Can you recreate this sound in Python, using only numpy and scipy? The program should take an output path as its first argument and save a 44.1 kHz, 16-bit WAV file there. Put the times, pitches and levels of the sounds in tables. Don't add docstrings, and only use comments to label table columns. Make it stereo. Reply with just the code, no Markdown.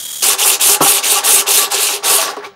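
import sys
import numpy as np
from scipy import signal
from scipy.fft import rfft, irfft, next_fast_len
from scipy.io import wavfile
from scipy.ndimage import uniform_filter1d, map_coordinates

SR = 44100
rng = np.random.default_rng(int(sys.argv[2]) if len(sys.argv) > 2 else 0)


def invert_db(level):
    return 10 ** (np.asarray(level, dtype=float) / 20)


def put_to_file(sound):
    columns = np.atleast_2d(sound).T
    safe = np.clip(columns, -1, 1)
    whole_steps = np.round(safe * 32767)
    wavfile.write(sys.argv[1], SR, whole_steps.astype(np.int16))


N = 112455
T = np.arange(N) / SR
FULL_DB = -12
CLUMP_DB = 1.36
QUICK_END_S = 0.2233

# frequency in Hz, width in Hz, level in dB.
HOLDER_MODES = [(155, 14, -39), (276, 25, -10), (407.8, 16.8, 8), (490, 29, -4.5), (572, 15, -7.5),
                (667, 17, -5.5), (806, 54, -2.5), (908, 48, -2.5), (1027, 77, -7), (1125, 37, 0),
                (1176, 20, -1.5), (1340, 88, -4.5), (1434, 125, -6), (1670, 290, -11)]


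def unit(x):
    return x / np.sqrt(np.mean(x ** 2) + 1e-20)


def along(points, hz):
    f, v = np.transpose(points)
    return np.interp(np.log(hz + 1), np.log(f + 1), v)


def wobble(rate):
    return map_coordinates(rng.standard_normal(N // 20), [T * rate])


def filtered(x, response):
    m = next_fast_len(N + SR // 2)
    return irfft(rfft(x, m) * response(np.fft.rfftfreq(m, 1 / SR)), m)[..., :N]


def coloured(x, spectrum):
    return unit(filtered(x, lambda hz: invert_db(along(spectrum, hz))))


def modes(table, speed=1, sign=-1):
    def response(f):
        total = 0
        for k, (centre, width, db) in enumerate(table):
            damping = 1j * f * width * speed
            total = total + sign ** k * invert_db(db) * damping / ((centre * speed) ** 2 - f * f + damping)
        return total
    return response


def grit(clump_db):
    grains_per_s, spread_db = 16000, 2.5
    hit, size, sign = rng.random(N), rng.standard_exponential(N), rng.standard_normal(N)
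    grains = (hit < grains_per_s / SR) * sign * invert_db(spread_db * np.minimum(size, 3))
    return unit(grains) * invert_db(clump_db * (wobble(45.16) + 1.3 * wobble(220)))


def patchy(x, patchy_db):
    z = signal.stft(x, nperseg=256)[2]
    field = rng.standard_normal(z.shape)
    field = uniform_filter1d(uniform_filter1d(field, 6, 0), 9, 1)
    return unit(signal.istft(z * invert_db(patchy_db * unit(field)), nperseg=256)[1][:N])


def strokes():
    # start in seconds, stop in seconds, level in dB, fastest moment in seconds, extra dB then.
    passes = [(0.197, 0.369, -13, 0.27, 1.5), (0.374, 0.584, -13.5, .49, 3.5),
              (0.593, 0.782, -12, .66, 0.5), (0.8, 1.018, -12, .905, 1), (1.021, 1.228, -14, 1.12, 2.5),
              (1.228, 1.439, -13, 1.331, 2), (1.46, 1.689, -13, 1.57, 1.5), (1.699, 2.005, -16, 1.83, 4),
              (2.028, 2.35, -18, 2.118, 6), (2.29, 2.358, -41, 2.33, -5), (2.355, 2.46, -60, 2.375, 14.5),
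              (2.416, 2.499, -50, 2.457, 6), (2.473, 2.587, -53.5, 2.48, 17)]
    # weight of the hand in dB, slowing time in s, surge width in s, brightness in dB.
    hand_moves = [(1.3, 0.034, 0.024, 1.5), (-0.8, 0.04, 0.027, 0.3), (-0.5, 0.034, 0.036, 2),
                  (-0.4, 0.042, 0.015, -0.2), (-0.5, 0.048, 0.03, 0.4), (2, 0.031, 0.045, 1),
                  (0.5, 0.057, 0.031, 1.6), (-2.5, 0.058, 0.042, -1.3), (2.5, 0.11, 0.082, -1),
                  (6, 0.041, .03, 2), (-2, 0.045, 0.019, -12), (1, 0.033, 0.016, -2),
                  (-9.5, 0.3, 0.017, -2)]
    start_s, start_db, start_bend = .024, 28, 2.2
    stop_db, stop_bend, rest_db = 32, 1.62, -78.5
    surge_flat = 1.94
    a, b, level, mid, extra = np.transpose(passes)[:, :, None]
    press_db, stop_s, surge_s, bright_db = np.transpose(hand_moves)[:, :, None]
    surge = extra * np.exp(-.5 * np.abs((T - mid) / surge_s) ** surge_flat)
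    starting = start_db * np.clip(1 - (T - a) / start_s, 0, None) ** start_bend
    stopping = stop_db * np.clip(1 + (T - b) / stop_s, 0, None) ** stop_bend
    db = level + surge - starting - stopping
    loudest = db.max(0)
    hand = uniform_filter1d(np.array([press_db, bright_db])[:, db.argmax(0), 0], size=441)
    return np.maximum(loudest, rest_db) - FULL_DB, surge.max(0), hand, loudest > rest_db


def grinding():
    # frequency in Hz, level in dB per Hz.
    hiss_spectrum = [(2530, -50.5), (4300, -15), (5300, -5.5), (6430, 6), (7010, 4.5), (9890, 3.5),
                     (11800, 2), (13600, -10), (15500, -4)]
    # frequency in Hz, level in dB per Hz.
    rasp_spectrum = [(1120, -15.5), (1900, -16.5), (2010, -11.5), (2720, -0.5), (3300, -3.5), (3570, -2),
                     (5500, -7), (7150, -14), (12100, -120)]
    # frequency in Hz, level in dB per Hz.
    shine_spectrum = [(4500, -47.5), (6500, -10.5), (9200, 1.6), (11500, -4.5), (14500, -7), (15700, -35)]
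    # frequency in Hz, level in dB per Hz.
    stump_spectrum = [(110, -54), (200, -43), (300, -7), (420, -3.5), (800, 1), (1300, -3), (1900, -5.5),
                      (3500, -28), (8000, -62)]
    # frequency in Hz, width in Hz, level in dB.
    plate_modes = [(2620, 67, -40), (6440, 350, 17.5), (8280, 140, 23.5), (9100, 1030, 30.5)]
    hiss_db, rasp_db, shine_db, sing_db, body_db, stump_db, hum_db = -3, -5.5, -4.5, -8, -13, -2, -7.5
    hiss_grows, rasp_grows, shine_grows, body_grows, top_grows = 0.98, 0.66, 3.7, 0.25, .35
    shine_surge, body_surge = 1, 0.037
    top_from_hz = 13400

    speed_db, surge_db, (press_db, bright_db), moving = strokes()
    on = uniform_filter1d(moving * 1., size=441) * np.clip((T - QUICK_END_S) / .006 + .5, 0, 1)
    speed_db = speed_db + .5 * wobble(12.55)
    fine = grit(CLUMP_DB)

    hiss = patchy(coloured(fine, hiss_spectrum), patchy_db=3.0)
    hiss = hiss * invert_db(hiss_db + hiss_grows * speed_db + bright_db)
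    top = filtered(hiss, lambda hz: 1 / (1 + (top_from_hz / (hz + 1)) ** 8))
    hiss = hiss + top * (invert_db(top_grows * np.minimum(speed_db, 3)) - 1)

    shine = patchy(coloured(grit(CLUMP_DB), shine_spectrum), patchy_db=0.0)
    shine = shine * invert_db(shine_db + shine_grows * speed_db + shine_surge * surge_db + bright_db)

    plate_push = fine * on * invert_db(speed_db + 2.0 * wobble(32.28))
    sing = unit(filtered(plate_push, modes(plate_modes))) * invert_db(sing_db)

    rasp = patchy(coloured(0.49 * fine + 0.98 * grit(.5 * CLUMP_DB), rasp_spectrum), patchy_db=1.9)
    rasp = rasp * invert_db(rasp_db + rasp_grows * speed_db + 0.14 * press_db)

    steady_db = body_grows * (speed_db - surge_db)
    drive = invert_db(steady_db + body_surge * surge_db + press_db + wobble(22.25)) * on
    hum_hz, hum_wide, hum_level = HOLDER_MODES[2]
    ring = modes([HOLDER_MODES[1], (hum_hz, hum_wide, hum_level + hum_db)] + HOLDER_MODES[3:])
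    coarse = rng.standard_normal((2, N)) * invert_db(wobble(60))
    body = filtered(coarse[0] * drive, ring) / np.std(filtered(coarse[0], ring))
    body = body + invert_db(stump_db) * drive * coloured(coarse[1], stump_spectrum)
    body = patchy(body, patchy_db=2.0) * np.std(body)
    return invert_db(FULL_DB) * (on * (hiss + shine + rasp) + sing + invert_db(body_db) * body)


def snags(rows, rise_s, t60, gain_db):
    s, db, hz = np.transpose(rows)[:, :, None]
    t = np.arange(SR // 4) / SR
    place = (s * SR).astype(int) + np.arange(len(t))
    unsteady = 0.5 * wobble(40)[np.minimum(place, N - 1)]
    phase = 2 * np.pi * (hz * t + rng.random((len(rows), 1))) + unsteady
    swell = np.sin(np.pi / 2 * np.clip(t / rise_s, 0, 1)) ** 2
    make_up = invert_db(60 * rise_s / t60)
    ring = invert_db(db + gain_db - 60 * t / t60) * swell * np.sin(phase) * make_up
    return np.bincount(place.ravel(), ring.ravel(), N + SR)[:N]


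def holder():
    # time in seconds, peak in dB, pitch in Hz.
    booms = [(0.228, -27.5, 385), (0.278, -20.5, 419), (0.341, -27, 391), (0.418, -23.5, 430),
             (0.455, -22, 410), (0.519, -24.5, 392), (0.61, -25.5, 420), (0.652, -28.5, 373),
             (0.69, -17, 403), (0.76, -32.5, 380), (0.807, -10.5, 393.6), (0.816, -13.5, 411.5),
             (0.889, -21.5, 419), (0.925, -24, 389), (1.06, -25, 416), (1.117, -18.5, 416),
             (1.154, -21.5, 409), (1.2, -37, 390), (1.278, -21.5, 429), (1.327, -20, 400),
             (1.366, -22.5, 394), (1.421, -26, 417), (1.478, -19.5, 408), (1.53, -31, 388),
             (1.574, -19, 417), (1.667, -28.5, 398), (1.739, -22.5, 402.5), (1.78, -20, 424),
             (1.828, -26, 415), (1.932, -22.5, 403.4), (1.959, -23, 411), (2.039, -27, 397),
             (2.097, -21, 417.5), (2.138, -17, 410), (2.18, -34, 396), (2.255, -29, 406),
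             (2.28, -24.5, 404), (2.339, -47, 413), (2.373, -20.5, 414), (2.462, -30, 398)]
    # time in seconds, peak in dB, pitch in Hz.
    plate_low = [(0.421, -19, 842), (0.629, -21, 839), (0.757, -16.5, 840), (0.856, -12, 810),
                 (1.134, -24, 824), (1.169, -14.5, 826), (1.292, -19.5, 804), (1.468, -28, 835),
                 (1.716, -19, 822), (2.073, -29, 835), (2.192, -21, 840), (2.329, -27.5, 833)]
    # time in seconds, peak in dB, pitch in Hz.
    plate_high = [(0.2297, -22, 1128), (0.2997, -16.5, 1119), (0.613, -24, 1080), (0.687, -19, 1110),
                  (0.8974, -29, 1146), (1.1552, -13, 1161), (1.5967, -15.5, 1159), (1.6289, -17.5, 1150),
                  (2.1502, -16.5, 1110), (2.2504, -18.5, 1140), (2.366, -28, 1125)]
    # time in seconds, peak in dB, pitch in Hz.
    plate_edge = [
        (2.181, -14, 656),
        (2.266, -20, 667),
    ]
    boom = snags(booms, rise_s=.011, t60=.14, gain_db=0.5)
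    return boom + snags(plate_low + plate_high + plate_edge, rise_s=.006, t60=.13, gain_db=-1.5)


def knocks():
    knock_s = [.8058, .8135, .834, 2.092, 2.367]
    # level in dB, contact time in ms, thump in dB, rattle in dB.
    blows = [
        (-1, 0.35, -18.5, -5.5),
        (-17, 0.363, -41, -26.5),
        (-12, 0.18, -67, -14),
        (-21, 0.79, -36.5, -38),
        (-23.5, 0.12, -62, -24.5),
    ]
    # frequency in Hz, width in Hz, level in dB.
    struck_modes = [(290, 25, -3), (419, 14, -0.5), (566, 120, -7.5), (690, 63, -3.5), (842, 51, -4),
                    (925, 64, -5), (987, 84, -5), (1110, 18.4, 4), (1310, 78, -4)]
    # frequency in Hz, width in Hz, level in dB.
    thump_mode = [(155, 14, 0)]
    rattle_s, rattle_top_hz = .1, 1710
    crack_db, crack_s, crack_top_hz = -9, .012, 5000
    s = np.array(knock_s)[:, None]
    db, ms, thump_db, rattle_db = np.transpose(blows)[:, :, None]
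    u = np.clip((T - s) * 1000 / ms, 0, 60)
    after = np.clip(T - s, 0, 1)
    push = invert_db(16.5) * u * np.exp(-u) / ms

    def burst(level_db, t60):
        return (invert_db(level_db - 60 * after / t60) * (T > s)).sum(0) * rng.standard_normal(N)

    rattle = filtered(burst(rattle_db, rattle_s), lambda f: 1 / (1 + 1j * f / rattle_top_hz) ** 2)
    ring = filtered((invert_db(db) * push).sum(0) + invert_db(23) * rattle, modes(struck_modes, sign=-0.98))
    crack = filtered(burst(db + crack_db, crack_s), lambda f: 1 / (1 + 1j * f / crack_top_hz) ** 2)
    thump = filtered((push * invert_db(thump_db + 10.5)).sum(0),
                     lambda f: modes(thump_mode)(f) * (1j * f / (130 + 1j * f)) ** 2)
    return ring + crack, thump


def tick():
    tick_s, tick_db, t60 = 2.3665, -22, .045
    decay = invert_db(tick_db - 60 * np.clip(T - tick_s, 0, 1) / t60)
    burst = decay * (T > tick_s) * rng.standard_normal(N)
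    return filtered(burst, lambda f: 1j * f / (1500 + 1j * f) / (1 + 1j * f / 5000) ** 2)


def scuff():
    # frequency in Hz, width in Hz, level in dB.
    scuff_modes = [(1280, 170, -2.5), (2310, 140, 4.5), (2750, 300, -5.5), (4040, 800, -7.5)]
    scuff_s, wide_s, scuff_db = 2.456, 0.011, -26.5
    slide = np.exp(-.5 * np.abs((T - scuff_s) / wide_s) ** 3)
    return invert_db(scuff_db) * unit(filtered(grit(CLUMP_DB), modes(scuff_modes))) * slide


def fast_forward():
    # start in seconds, level in dB.
    quick_strokes = [(-.004, -27.5), (0.0213, -29), (0.05, -27.5), (0.074, -29), (0.1, -28.5),
                     (0.1257, -28.5), (0.1538, -28), (0.1815, -29), (0.205, -29), (.232, -30)]
    # frequency in Hz, level in dB per Hz.
    quick_spectrum = [(35, -60), (60, -16), (2470, -12), (2910, -40), (3200, -11.5), (4320, -8), (6730, -2),
                      (15500, -7)]
    # frequency in Hz, width in Hz, level in dB.
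    quick_rings = [(3300, 73, -0.5), (6850, 80, -2), (9200, 65, -7), (9000, 80, 1)]
    speed, depth, friction_db, rings_db = 8, 0.84, 2.5, -3.5
    s, db = np.transpose(quick_strokes)
    k = np.clip(np.searchsorted(s, T) - 1, 0, len(s) - 2)
    u = np.clip((T - s[k]) / np.diff(s)[k], 0, 1)
    shape = (1 - depth) + depth * np.clip(np.minimum(u / 0.045, (1 - u) / 0.25), 0, 1)
    drive = invert_db(db[k] + 0.51 * wobble(140)) * shape * np.clip((QUICK_END_S - T) / 0.0037, 0, 1)
    noise = rng.standard_normal((2, N))
    ring = modes(HOLDER_MODES[2:], speed)
    body = filtered(noise[0] * drive, ring) / np.std(filtered(noise[0], ring))
    rings = drive * unit(filtered(noise[1], lambda f: modes(quick_rings)(f) ** 2))
    friction = drive * coloured(noise[1], quick_spectrum)
    return invert_db(rings_db) * rings + body + invert_db(friction_db) * friction


def wall(x):
    # frequency in Hz, decay by 60 dB in seconds.
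    wall_decay = [(200, 0.061), (1500, 0.064), (6000, 0.24), (15000, 0.025)]
    longer = np.array([1, 3.1])[:, None, None]
    hz, t, z = signal.stft(rng.standard_normal((2, SR // 3)), SR, nperseg=128)
    t60 = along(wall_decay, hz)[:, None] * longer
    tail = signal.istft(z * invert_db(-60 * t / t60) / np.sqrt(t60), SR, nperseg=128)[1]
    tail = tail / np.linalg.norm(tail, axis=1)[:, None]
    delayed = np.pad(x, (150, 0))[None]
    return signal.fftconvolve(delayed, tail, axes=1)[:, :N]


def yard():
    # frequency in Hz, level in dB per Hz.
    air_spectrum = [(15, -50.5), (25, -24), (129, -3), (233, -15), (742, 3), (1380, -30), (1530, -1.5),
                    (5590, -17), (15500, -59)]
    # frequency in Hz, level in dB per Hz.
    rumble_spectrum = [(12, -51), (20, -33.5), (200, -10), (260, -20), (440, -120)]
    air_db, rumble_db = -51, -56
    noise = rng.standard_normal((2, N)) + 0.71 * rng.standard_normal((2, 2, N))
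    normal = np.clip((T - QUICK_END_S) / .01, 0, 1)
    air = invert_db(air_db) * coloured(noise[:, 0], air_spectrum)
    rumble = invert_db(rumble_db + 2.17 * wobble(9.23)) * coloured(noise[:, 1], rumble_spectrum)
    return normal * (air + rumble)


def scene():
    # frequency in Hz, side over mid in dB.
    side_width = [(60, -6), (130, -19), (290, -23), (700, -23), (1400, -31), (3100, -29.5), (8000, -22),
                  (11000, -27), (15000, -49)]
    # frequency in Hz, level difference in dB.
    port_lean = [(60, 2.2), (250, 1.9), (700, 1.3), (1400, .4), (2200, 0)]
    bass_cut_hz, wall_db, width_db, split_hz = 168, -11, 0.5, 1500

    def cut(hz):
        return (1j * hz / (bass_cut_hz + 1j * hz)) ** 2

    def wide(hz):
        return invert_db(width_db + along(side_width, hz))

    ring, thump = knocks()
    near = thump + filtered(filtered(grinding() + ring, cut), cut) + holder() + scuff() + tick()
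    wet, apart = wall(near)
    mid = near + invert_db(wall_db) * wet + fast_forward()
    scraps = patchy(apart, patchy_db=12) * np.std(apart)
    side = filtered(apart, lambda hz: wide(hz) * (hz < split_hz))
    side = side + filtered(scraps, lambda hz: wide(hz) * (hz >= split_hz))
    both = filtered(mid + yard(), lambda hz: invert_db(along(port_lean, hz) * np.array([[.5], [-.5]])))
    return both + side * [[1], [-1]]


def low_pass(x):
    return signal.sosfilt(signal.butter(12, 15680, fs=SR, output="sos"), x)


def record(dry):
    top_hz, clip_top, hardness = 15700, 0.9, 12
    x = filtered(dry, lambda hz: hz < top_hz)
    clipped = x / (1 + np.abs(x / clip_top) ** hardness) ** (1 / hardness)
    return low_pass(clipped)


dry = scene()
out = record(dry)
put_to_file(out)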